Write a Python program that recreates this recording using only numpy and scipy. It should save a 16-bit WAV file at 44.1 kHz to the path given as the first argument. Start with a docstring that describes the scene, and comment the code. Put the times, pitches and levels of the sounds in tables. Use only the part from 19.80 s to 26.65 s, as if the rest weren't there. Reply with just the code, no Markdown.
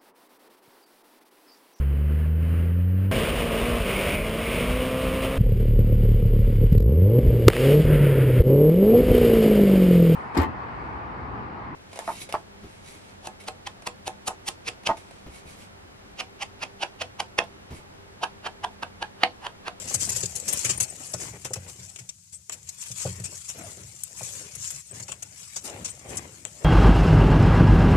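"""Dry litter and feathers rustle over scuffing, rumbling boards: pigeons shuffle in wooden nest boxes.
They are close by and never call, and a faint hiss lies under everything. Soft blows set the boards
ringing, feet crunch the litter, and stalks snap as they break or squeak as they stick and slip.
The rubbing sounds are made of countless tiny slips. The small boxes add a very short echo to the
knocks and snaps, and the treble is stronger on the left."""
import sys
import numpy as np
from scipy import signal
from scipy.fft import rfft, irfft, next_fast_len
from scipy.io import wavfile
from scipy.ndimage import uniform_filter1d

SR = 44100
rng = np.random.default_rng(int(sys.argv[2]) if len(sys.argv) > 2 else 0)


def wav_record(signal):
    """Record a signal, one row per channel, as 16-bit PCM in the file named by sys.argv[1]."""
    frames = np.transpose(np.atleast_2d(signal))
    bounded = np.clip(frames, -1, 1)
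    # unit amplitude maps onto the largest positive 16-bit level
    quanta = np.round(bounded * 32767).astype(np.int16)
    wavfile.write(sys.argv[1], SR, quanta)


N = 301933
TIME = np.arange(N) / SR
FFT_SIZE = next_fast_len(N + SR // 2)
FREQS = np.arange(FFT_SIZE // 2 + 1) * SR / FFT_SIZE


def from_db(db):
    """Turn decibels into a number to multiply by."""
    return 10 ** (np.asarray(db) / 20)


def rms_one(x):
    """Scale a signal so that its average power is 1."""
    return x / np.sqrt(np.mean(x ** 2) + 1e-20)


def over_hz(points):
    """Join a table's points into a curve over all frequencies."""
    hz, value = np.transpose(points)
    return np.interp(np.log(np.maximum(FREQS, 1)), np.log(hz), value)


def colour(x, spectrum):
    """Give a sound a tone colour, with a filter that never rings ahead of it (minimum phase)."""
    cepstrum = irfft(np.log(from_db(over_hz(spectrum))), FFT_SIZE)
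    cepstrum[1:FFT_SIZE // 2] *= 2
    cepstrum[FFT_SIZE // 2 + 1:] = 0
    return irfft(rfft(x, FFT_SIZE) * np.exp(rfft(cepstrum)), FFT_SIZE)[..., :N]


def linger(power, lag_s):
    """Make a strength build up and die away a little late."""
    keep = np.exp(-1 / (lag_s * SR))
    return signal.lfilter([1 - keep], [1, -keep], power + 1e-18)


def at_mics(pair):
    """Long waves reach both microphones alike; short ones arrive unrelated."""
    # Each row: frequency in Hz, how alike left and right are (1 means the same).
    likeness = [(100, .98), (300, .88), (600, .62), (1000, .05), (1500, -.25), (3000, -.1), (6000, 0)]
    alike = np.clip(over_hz(likeness), -.99, .99)
    first, second = rfft(pair, FFT_SIZE)
    mid, side = np.sqrt(1 + alike) * first, np.sqrt(1 - alike) * second
    return irfft([mid + side, mid - side], FFT_SIZE)[:, :N]


def drift(rate_hz):
    """A smooth random wander, mostly slower than the given rate."""
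    slow = irfft(rfft(rng.standard_normal(FFT_SIZE)) / (1 + (FREQS / rate_hz) ** 2), FFT_SIZE)
    return rms_one(slow[:N])


def patches(shape, bins, frames):
    """Smooth random patches, some bins wide in pitch and some frames long in time."""
    field = uniform_filter1d(rng.standard_normal(shape), bins, axis=0)
    return rms_one(uniform_filter1d(field, frames, axis=1))


def shifting_colour(x, ring_db, tint_db):
    """New stalks and feathers keep taking over, each with its own narrow rings and broad tint."""
    spectra = signal.stft(x, nperseg=512)[2]
    rings = patches(spectra.shape[1:], bins=2, frames=9)
    tint = patches(spectra.shape[1:], bins=16, frames=4)
    return signal.istft(spectra * from_db(ring_db * rings + tint_db * tint))[1][:, :N]


def friction(spectrum, slips_per_s, uneven_db, clump_db, clump_hz, smooth, ring_db, tint_db):
    """Rubbing: countless tiny slips of uneven size come in clumps over a smooth hiss."""
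    slipping = rng.random(N) < slips_per_s / SR
    sizes = from_db(uneven_db * np.minimum(rng.exponential(1, N), 4))
    clumps = from_db(clump_db * np.clip(drift(clump_hz), -2, 2))
    force = np.sqrt(rms_one(slipping * sizes) ** 2 + smooth ** 2) * clumps
    slips = shifting_colour(force * rng.standard_normal((2, N)), ring_db, tint_db)
    sound = colour(at_mics(slips), spectrum)
    return sound / np.std(sound.mean(axis=0))


def strokes(rows, skew):
    """Movements swell and fade, peaking early if skew is under 1; one power curve per level column."""
    power = np.zeros((len(rows[0]) - 2, N))
    for start, length, *levels in rows:
        during = (TIME > start) & (TIME < start + length)
        arch = np.sin(np.pi * ((TIME[during] - start) / length) ** skew)
        power[:, during] += np.outer(from_db(levels), arch) ** 2
    return power


def stirring_db(times):
    """How much the birds stir at the given times."""
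    # The faint, unbroken rustle. Each row: time in seconds, level in dB.
    stir = [(0, -41.5), (0.5, -47), (1.15, -45), (1.6, -49.5), (1.81, -54.5), (2.0, -47), (2.22, -57.5),
            (2.39, -64), (2.66, -68), (2.84, -52), (3.05, -48.5), (3.6, -48), (4.12, -51), (4.7, -46.5),
            (5.06, -52), (5.39, -56.5), (5.62, -46), (6.17, -54.5), (6.85, -53)]
    return np.interp(times, *np.transpose(stir))


def rustles():
    """A bird shifts its body and its feathers brush the litter, with crisp grains on top."""
    # Each row: start in seconds, length in seconds, level in dB.
    body_shifts = [(0.07, 0.12, -36), (0.197, 0.11, -32), (0.31, 0.18, -34.5), (0.645, 0.4, -36),
                   (1.19, 0.12, -44.5), (1.395, 0.12, -38.5), (1.87, 0.068, -46.5), (2.97, 0.19, -43),
                   (3.15, 0.21, -38.5), (3.49, 0.2, -44.5), (3.86, 0.11, -45.5), (4.15, 0.06, -50),
                   (4.36, 0.35, -39.5), (4.785, 0.25, -41), (5.13, 0.11, -45), (5.84, 0.065, -40.5),
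                   (6.07, 0.066, -41.5), (6.28, 0.11, -46.5), (6.69, 0.29, -55)]
    # Tone colours of the rustle and the grains. Each row: frequency in Hz, relative level in dB.
    rustle_tone = [(300, -45), (1000, -15.5), (1800, -14), (2500, -9.5), (3700, -14), (5000, -9),
                   (6300, -3.5), (7400, 0.5), (8400, -4.5), (9500, -8.5), (11000, -15), (12600, -19.5),
                   (14500, -27.5)]
    grain_tone = [(500, -34), (2500, -27), (4000, -15.5), (6300, -2), (7400, 0.5), (9500, -7.5),
                  (11500, -16.5), (14500, -24)]
    brushing, = strokes(body_shifts, skew=0.57)
    rustle_gain = np.sqrt(brushing + from_db(stirring_db(TIME)) ** 2)
    grain_gain = from_db(-3.5) * np.sqrt(brushing)
    rustle = friction(rustle_tone, slips_per_s=3000, uneven_db=1.5, clump_db=2.0, clump_hz=26,
                      smooth=1.0, ring_db=3.5, tint_db=1.7)
    grains = friction(grain_tone, slips_per_s=1500, uneven_db=3.5, clump_db=2.0, clump_hz=80,
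                      smooth=0.54, ring_db=4.5, tint_db=2.5)
    return rustle_gain * rustle + grain_gain * grains


def scuffs():
    """Feet drag over the boards, and the shelf under them rumbles just after."""
    # Each row: start in seconds, length in seconds, scuff level in dB, rumble level in dB.
    drags = [(0, 0.14, -47.5, -51), (0.2, 0.15, -45.5, -42.5), (0.34, 0.22, -54, -40.5),
             (0.66, 0.16, -45.5, -49), (0.82, 0.27, -48.5, -43.5), (1.385, 0.14, -42, -43.5),
             (1.52, 0.073, -50, -46.5), (1.77, 0.21, -52.5, -52), (2.51, 0.15, -76, -59),
             (2.69, 0.12, -54, -65), (3.26, 0.25, -50, -45.5), (3.74, 0.23, -48, -48),
             (3.96, 0.14, -57.5, -51), (4.39, 0.34, -56.5, -56), (4.73, 0.14, -58, -48.5),
             (4.91, 0.1, -60, -53), (5.105, 0.18, -50, -51), (5.838, 0.25, -42.5, -49),
             (6.245, 0.3, -43.5, -45.5), (6.805, 0.19, -46, -52)]
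    # Dull shuffling between the drags. Each row: time in seconds, level in dB.
    shuffle = [(0, -51), (0.55, -54), (1.15, -55), (1.6, -58), (1.95, -62.5), (2.25, -68), (2.4, -86),
               (2.66, -88), (2.78, -69), (2.98, -72.5), (3.45, -56.5), (3.65, -68.5), (4.0, -60),
               (4.21, -67.5), (4.65, -56), (5.02, -81), (5.35, -59), (5.65, -70), (6.12, -54),
               (6.85, -59.5)]
    # Tone colours of the boards and the shelf. Each row: frequency in Hz, relative level in dB.
    scuff_tone = [(100, -15.5), (200, -3), (290, -2), (400, -2), (580, -2.5), (800, -7), (1200, -12.5),
                  (2100, -9), (3200, -17), (8000, -39)]
    rumble_tone = [(20, -58), (40, -36), (60, -1.5), (90, 3), (125, 1), (190, -4), (260, -23.5),
                   (500, -34.5), (2000, -35)]
    shuffle_db = np.interp(TIME, *np.transpose(shuffle))
    idle_rumble_db = -56.5 + 0.26 * (shuffle_db - shuffle_db.mean())
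    dragging, shaking = strokes(drags, skew=0.59)
    scuff_gain = np.sqrt(dragging + from_db(shuffle_db) ** 2)
    rumble_gain = np.sqrt(linger(shaking, lag_s=0.018) + from_db(idle_rumble_db) ** 2)
    scuff = friction(scuff_tone, slips_per_s=900, uneven_db=2.0, clump_db=2.0, clump_hz=16,
                     smooth=1.0, ring_db=3.5, tint_db=-0.27)
    rumble = friction(rumble_tone, slips_per_s=510, uneven_db=3.5, clump_db=0.0, clump_hz=25,
                      smooth=1.0, ring_db=1.5, tint_db=0.13)
    return scuff_gain * scuff + rumble_gain * rumble


def hiss(level_db):
    """A steady high hiss lies under everything."""
    # Each row: frequency in Hz, relative level in dB.
    hiss_tone = [(300, -40), (1000, -34), (2500, -20.5), (4000, -15.5), (7200, -0.5), (9500, -10),
                 (12000, -19), (14500, -23)]
    noise = colour(at_mics(rng.standard_normal((2, N))), hiss_tone)
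    return from_db(level_db) * noise / np.std(noise.mean(axis=0))


def ring(clicks, hz, fade_s):
    """Each click starts a pure tone that falls by 60 dB in fade_s seconds."""
    decay, turn = from_db(-60 / (fade_s * SR)), 2 * np.pi * hz / SR
    return signal.lfilter([0, np.sin(turn)], [1, -2 * decay * np.cos(turn), decay ** 2], clicks + 1e-18)


def knocks(board_db, thump_db, contact_s, spread_db, focus_db):
    """A soft blow rings the board, most near the pitch the struck spot favours, and shakes the shelf."""
    # Each row: time in seconds, relative knock and thump levels in dB, favoured pitch in Hz.
    blows = [(0.108, -30.5, -59, 750), (0.142, -27, -35, 720), (0.294, -30.5, -46, 370),
             (0.361, -33, -43, 496), (0.431, -30.5, -37.5, 414), (0.845, -31, -35, 486),
             (0.898, -37, -40, 590), (1.004, -33.5, -40.5, 604), (1.34, -24.5, -41.5, 710),
             (1.534, -40, -43.5, 510), (1.65, -27, -45, 710), (1.706, -29.5, -44, 583),
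             (1.761, -30, -36.5, 654), (1.988, -45.5, -45.5, 446), (2.197, -58, -46, 450),
             (3.101, -48, -39, 520), (3.25, -20, -32, 480), (3.265, -33.5, -38, 965),
             (3.302, -47, -39, 400), (3.396, -41, -38.5, 420), (3.521, -40, -52, 607),
             (3.97, -44, -47, 326), (4.408, -30, -41, 696), (4.61, -40, -56, 437), (5.112, -43.5, -50, 430),
             (5.197, -50, -45, 700), (5.288, -34.5, -51.5, 644), (5.763, -34.5, -57, 836),
             (6.654, -37, -58, 690)]
    # The notes that the board and the whole shelf ring at.
    # Each row: pitch in Hz, relative level in dB, seconds to fade by 60 dB.
    board_notes = [(339, -11.5, 0.12), (391, -4, 0.12), (416, -3, 0.11), (487, -6, 0.072),
                   (535.4, -4, 0.12), (605, -2.5, 0.045), (676, -5, 0.04), (785, -1.5, 0.033),
                   (883, -1, 0.034), (1054, -7.5, 0.082), (1110, -3, 0.051), (1287, -4, 0.089),
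                   (1465, 3, 0.09)]
    shelf_notes = [(90.8, -4.5, 0.43), (121, 3, 0.15), (176.7, -4, 0.22), (300, -13, 0.052)]
    starts, knock_db, low_db, spot_hz = np.transpose(blows)
    notes = [(hz, fade_s, knock_db + board_db + db - focus_db * np.log2(hz / spot_hz) ** 2)
             for hz, db, fade_s in board_notes]
    notes += [(hz, fade_s, low_db + thump_db + db) for hz, db, fade_s in shelf_notes]
    wood = np.zeros(N)
    for hz, fade_s, blow_db in notes:
        size, delay, sign = rng.standard_normal((len(starts), 3)).T
        hits = ((starts + contact_s * abs(delay)) * SR).astype(int)
        clicks = np.zeros(N)
        clicks[hits] = np.sign(sign) * from_db(blow_db + spread_db * size)
        wood += ring(clicks, hz, fade_s)
    band = signal.butter(2, [85, 1900], "band", fs=SR, output="sos")
    return signal.sosfilt(band, wood) * np.ones((2, 1))


def nest_box(x, fade_s, echo_db):
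    """The near wooden walls add dense echoes that are gone almost at once."""
    t = TIME[:SR // 3]
    echoes = rng.standard_normal((2, len(t))) * from_db(-60 * t / fade_s) * (t > .001)
    echoes /= np.sqrt(np.sum(echoes ** 2, axis=1, keepdims=True))
    return x + from_db(echo_db) * at_mics(signal.fftconvolve(x, echoes, axes=1)[:, :N])


def settling(per_s, rise_s, over_stir_db):
    """Stray stalks settle at random: rows of faint crunches, louder when the birds stir more."""
    draws = rng.random((round(per_s * N / SR), 2)) * [N / SR, 1]
    return [(start, rise_s, *(stirring_db(start) + np.array(over_stir_db) + 10 * np.log10(size + 1e-9)))
            for start, size in draws]


def crunches(sharpness, tail_share, tail_s):
    """Each step crushes the litter, which crackles, splinters and dies away in the box."""
    # Each row: start in seconds, rise time in seconds, then crackle, splinter and wood levels in dB.
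    steps = [(0.140, 0.0066, -22.5, -28, -42), (0.29, 0.0073, -25.5, -33.5, -44),
             (0.316, 0.0059, -32, -45, -51), (0.359, 0.0065, -27.5, -33, -59),
             (0.427, 0.0063, -29, -54, -40.5), (0.457, 0.0024, -25, -39, -61),
             (0.551, 0.011, -33, -35, -50.5), (0.597, 0.0043, -39, -39.5, -69),
             (0.678, 0.0081, -23, -33, -43), (0.722, 0.0097, -33.5, -34.5, -41),
             (0.771, 0.0047, -29, -37, -60), (0.842, 0.01, -26.5, -33.5, -36),
             (0.891, 0.01, -23.5, -38, -36), (1.0005, 0.0066, -22, -27, -38.5),
             (1.024, 0.0073, -28, -33, -47), (1.333, 0.0069, -31, -42, -49),
             (1.645, 0.0083, -34, -39.5, -40), (1.7335, 0.004, -29.5, -32, -41.5),
             (1.753, 0.0069, -39.5, -47, -46), (2.093, 0.0031, -44, -54, -71),
             (2.159, 0.0028, -35, -56, -47.5), (2.186, 0.0075, -40, -54, -50.5),
             (2.289, 0.0045, -34, -45.5, -53), (2.521, 0.012, -46, -49, -61.5),
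             (2.696, 0.0018, -34.5, -47, -35), (2.718, 0.0094, -35, -44.5, -48.5),
             (2.888, 0.0047, -33, -45, -70), (3.008, 0.012, -37.5, -47, -61),
             (3.113, 0.005, -31.5, -41.5, -51), (3.191, 0.017, -34.5, -50, -48.5),
             (3.397, 0.0041, -41, -51, -52.5), (3.438, 0.012, -34.5, -47, -51),
             (3.682, 0.012, -35.5, -43, -47.5), (4.234, 0.0026, -37, -28.5, -60),
             (4.750, 0.0045, -37, -39.5, -54), (4.903, 0.0048, -35.5, -33, -51.5),
             (5.1985, 0.0028, -33, -53, -43.5), (5.222, 0.0071, -42, -47, -65),
             (5.277, 0.012, -42.5, -53, -48.5), (5.3158, 0.0054, -38, -46, -41),
             (5.423, 0.0039, -33, -43, -45), (5.758, 0.009, -30, -46, -48),
             (5.897, 0.0027, -33.5, -57, -62), (6.044, 0.0082, -29, -53, -44.5),
             (6.369, 0.0057, -29, -37.5, -58), (6.651, 0.0014, -36.5, -57, -33.5)]
    # Tone colours of those three parts. 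Each row: frequency in Hz, relative level in dB.
    crackle_tone = [(500, -36), (2500, -25.5), (3700, -18.5), (5000, -11), (6300, -3), (7400, -1),
                    (8400, -5.5), (9500, -17), (11000, -33), (14500, -34)]
    splinter_tone = [(6000, -28), (8600, 0.5), (9700, 2.5), (11200, -4.5), (12600, -10.5), (14500, -17)]
    wood_tone = [(150, -9), (450, -3.5), (900, -5), (1600, -2.5), (2700, 3), (3800, -4.5), (6000, -22)]
    strays = settling(per_s=4.5, rise_s=0.0026, over_stir_db=(4, -18, -12.5))
    power = np.zeros((3, N))
    for start, rise, *levels in steps + strays:
        span = slice(int(start * SR), int(start * SR) + SR // 4)
        age = np.maximum(TIME[span] - start, 0) / rise
        swell = (age * np.exp(1 - age)) ** sharpness
        power[:, span] += np.outer(from_db(levels) ** 2, swell)
    crisp, fine, woody = power
    woody = woody + tail_share * linger(woody, tail_s)
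    crackle = friction(crackle_tone, slips_per_s=5000, uneven_db=1.0, clump_db=-0.8, clump_hz=73,
                       smooth=0.67, ring_db=5.5, tint_db=1.0)
    splinters = friction(splinter_tone, slips_per_s=1600, uneven_db=4.5, clump_db=-1.5, clump_hz=200,
                         smooth=0.71, ring_db=4.5, tint_db=2.5)
    wood = friction(wood_tone, slips_per_s=3000, uneven_db=1.0, clump_db=-1.0, clump_hz=220,
                    smooth=0.65, ring_db=3.5, tint_db=0.85)
    return np.sqrt(crisp) * crackle + np.sqrt(fine) * splinters + np.sqrt(woody) * wood


def snaps(lag_s, gain_db):
    """A stalk breaks: one sharp click that reaches the right microphone a little later."""
    # Each row: time in seconds, relative level in dB.
    breaks = [(0.2525, -5), (0.4595, -28), (0.554, -15), (0.601, -7), (0.690, -20), (0.7745, -13),
              (1.734, -10), (2.1595, -29), (2.696, -8), (2.893, -13), (3.401, -16), (3.702, -13),
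              (4.236, -6.5), (4.905, -13), (5.2, -22), (5.321, -8), (5.764, -16), (6.048, -22),
              (6.3755, -16), (6.652, -7)]
    # Each row: frequency in Hz, boost or cut in dB.
    snap_tone = [(300, -53), (1000, -16), (3000, -15.5), (4500, -18), (6500, 5), (8000, 16.5), (10000, -7),
                 (14500, -42)]
    clicks = np.zeros((2, N))
    for start, db in breaks:
        clicks[0, int(start * SR)] = clicks[1, int((start + lag_s) * SR)] = from_db(db + gain_db)
    return colour(clicks, snap_tone)


def squeaks(waver_hz, gain_db):
    """Smooth stalks stick and slip, making a thin, unsteady note."""
    # Each row: start in seconds, length in seconds, pitch in Hz, relative level in dB.
    rubs = [(0.974, 0.012, 9100, -28), (0.975, 0.013, 11000, -39), (0.998, 0.021, 10900, -30),
            (1.091, 0.024, 8300, -36.5), (1.124, 0.022, 11000, -56), (1.245, 0.04, 10900, -50),
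            (1.262, 0.026, 9150, -46), (1.311, 0.027, 11000, -46), (1.697, 0.017, 8100, -49),
            (2.527, 0.054, 8080, -39.5), (3.769, 0.033, 11100, -48), (3.827, 0.034, 9100, -47),
            (5.06, 0.028, 8450, -49), (5.102, 0.031, 8160, -42.5), (5.833, 0.031, 11000, -44.5),
            (5.84, 0.028, 9600, -48), (6.091, 0.032, 8380, -37), (6.351, 0.02, 9500, -42)]
    smoothing = signal.butter(2, waver_hz, fs=SR, output="sos")
    out = np.zeros((2, N))
    for start, length, hz, db in rubs:
        span = slice(int(start * SR), int((start + length) * SR))
        t = TIME[span]
        slips = rng.standard_normal((2, SR // 8))
        waver = signal.sosfilt(smoothing, slips)[:, -len(t):]
        swell = np.sin(np.linspace(0, np.pi, len(t)))
        out[:, span] += from_db(db + gain_db) * swell * rms_one(waver * np.sin(2 * np.pi * hz * t))
    return out


def scene():
    """All the small movements in the nest boxes, added to the hiss."""
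    litter = rustles() + scuffs() + crunches(sharpness=2.36, tail_share=0.34, tail_s=0.0078)
    litter += squeaks(waver_hz=320, gain_db=2.0)
    stalks = nest_box(snaps(lag_s=0.00042, gain_db=-1.5), fade_s=0.17, echo_db=-11.0)
    wood = knocks(board_db=-7.0, thump_db=0.5, contact_s=0.002524, spread_db=2.0, focus_db=14.0)
    return litter + stalks + nest_box(wood, fade_s=0.092, echo_db=-10.5) + hiss(level_db=-58.5)


def record(dry):
    """The left microphone hears much more treble; the deepest bass fades and the very top is cut off."""
    # Each row: frequency in Hz, how much louder left is than right in dB.
    balance = [(130, 0.44), (300, 5), (600, 1.9), (1300, 4.1), (2600, 7.7), (4500, 3.4), (6600, 4.3),
               (7600, 13.8), (9000, 12.6), (11000, 9.3), (14000, 9)]
    bass_cut_hz, top_cut_hz = 41, 14450
    lean = from_db(over_hz(balance) / 2)
    mic_gains = np.array([lean, 1 / lean]) / np.sqrt((lean ** 2 + lean ** -2) / 2)
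    thinned = signal.sosfilt(signal.butter(2, bass_cut_hz, "high", fs=SR, output="sos"), dry)
    low_pass = 1 / np.sqrt(1 + (FREQS / top_cut_hz) ** 160)
    return irfft(rfft(thinned, FFT_SIZE) * mic_gains * low_pass, FFT_SIZE)[:, :N]


dry = scene()
out = record(dry)
wav_record(out)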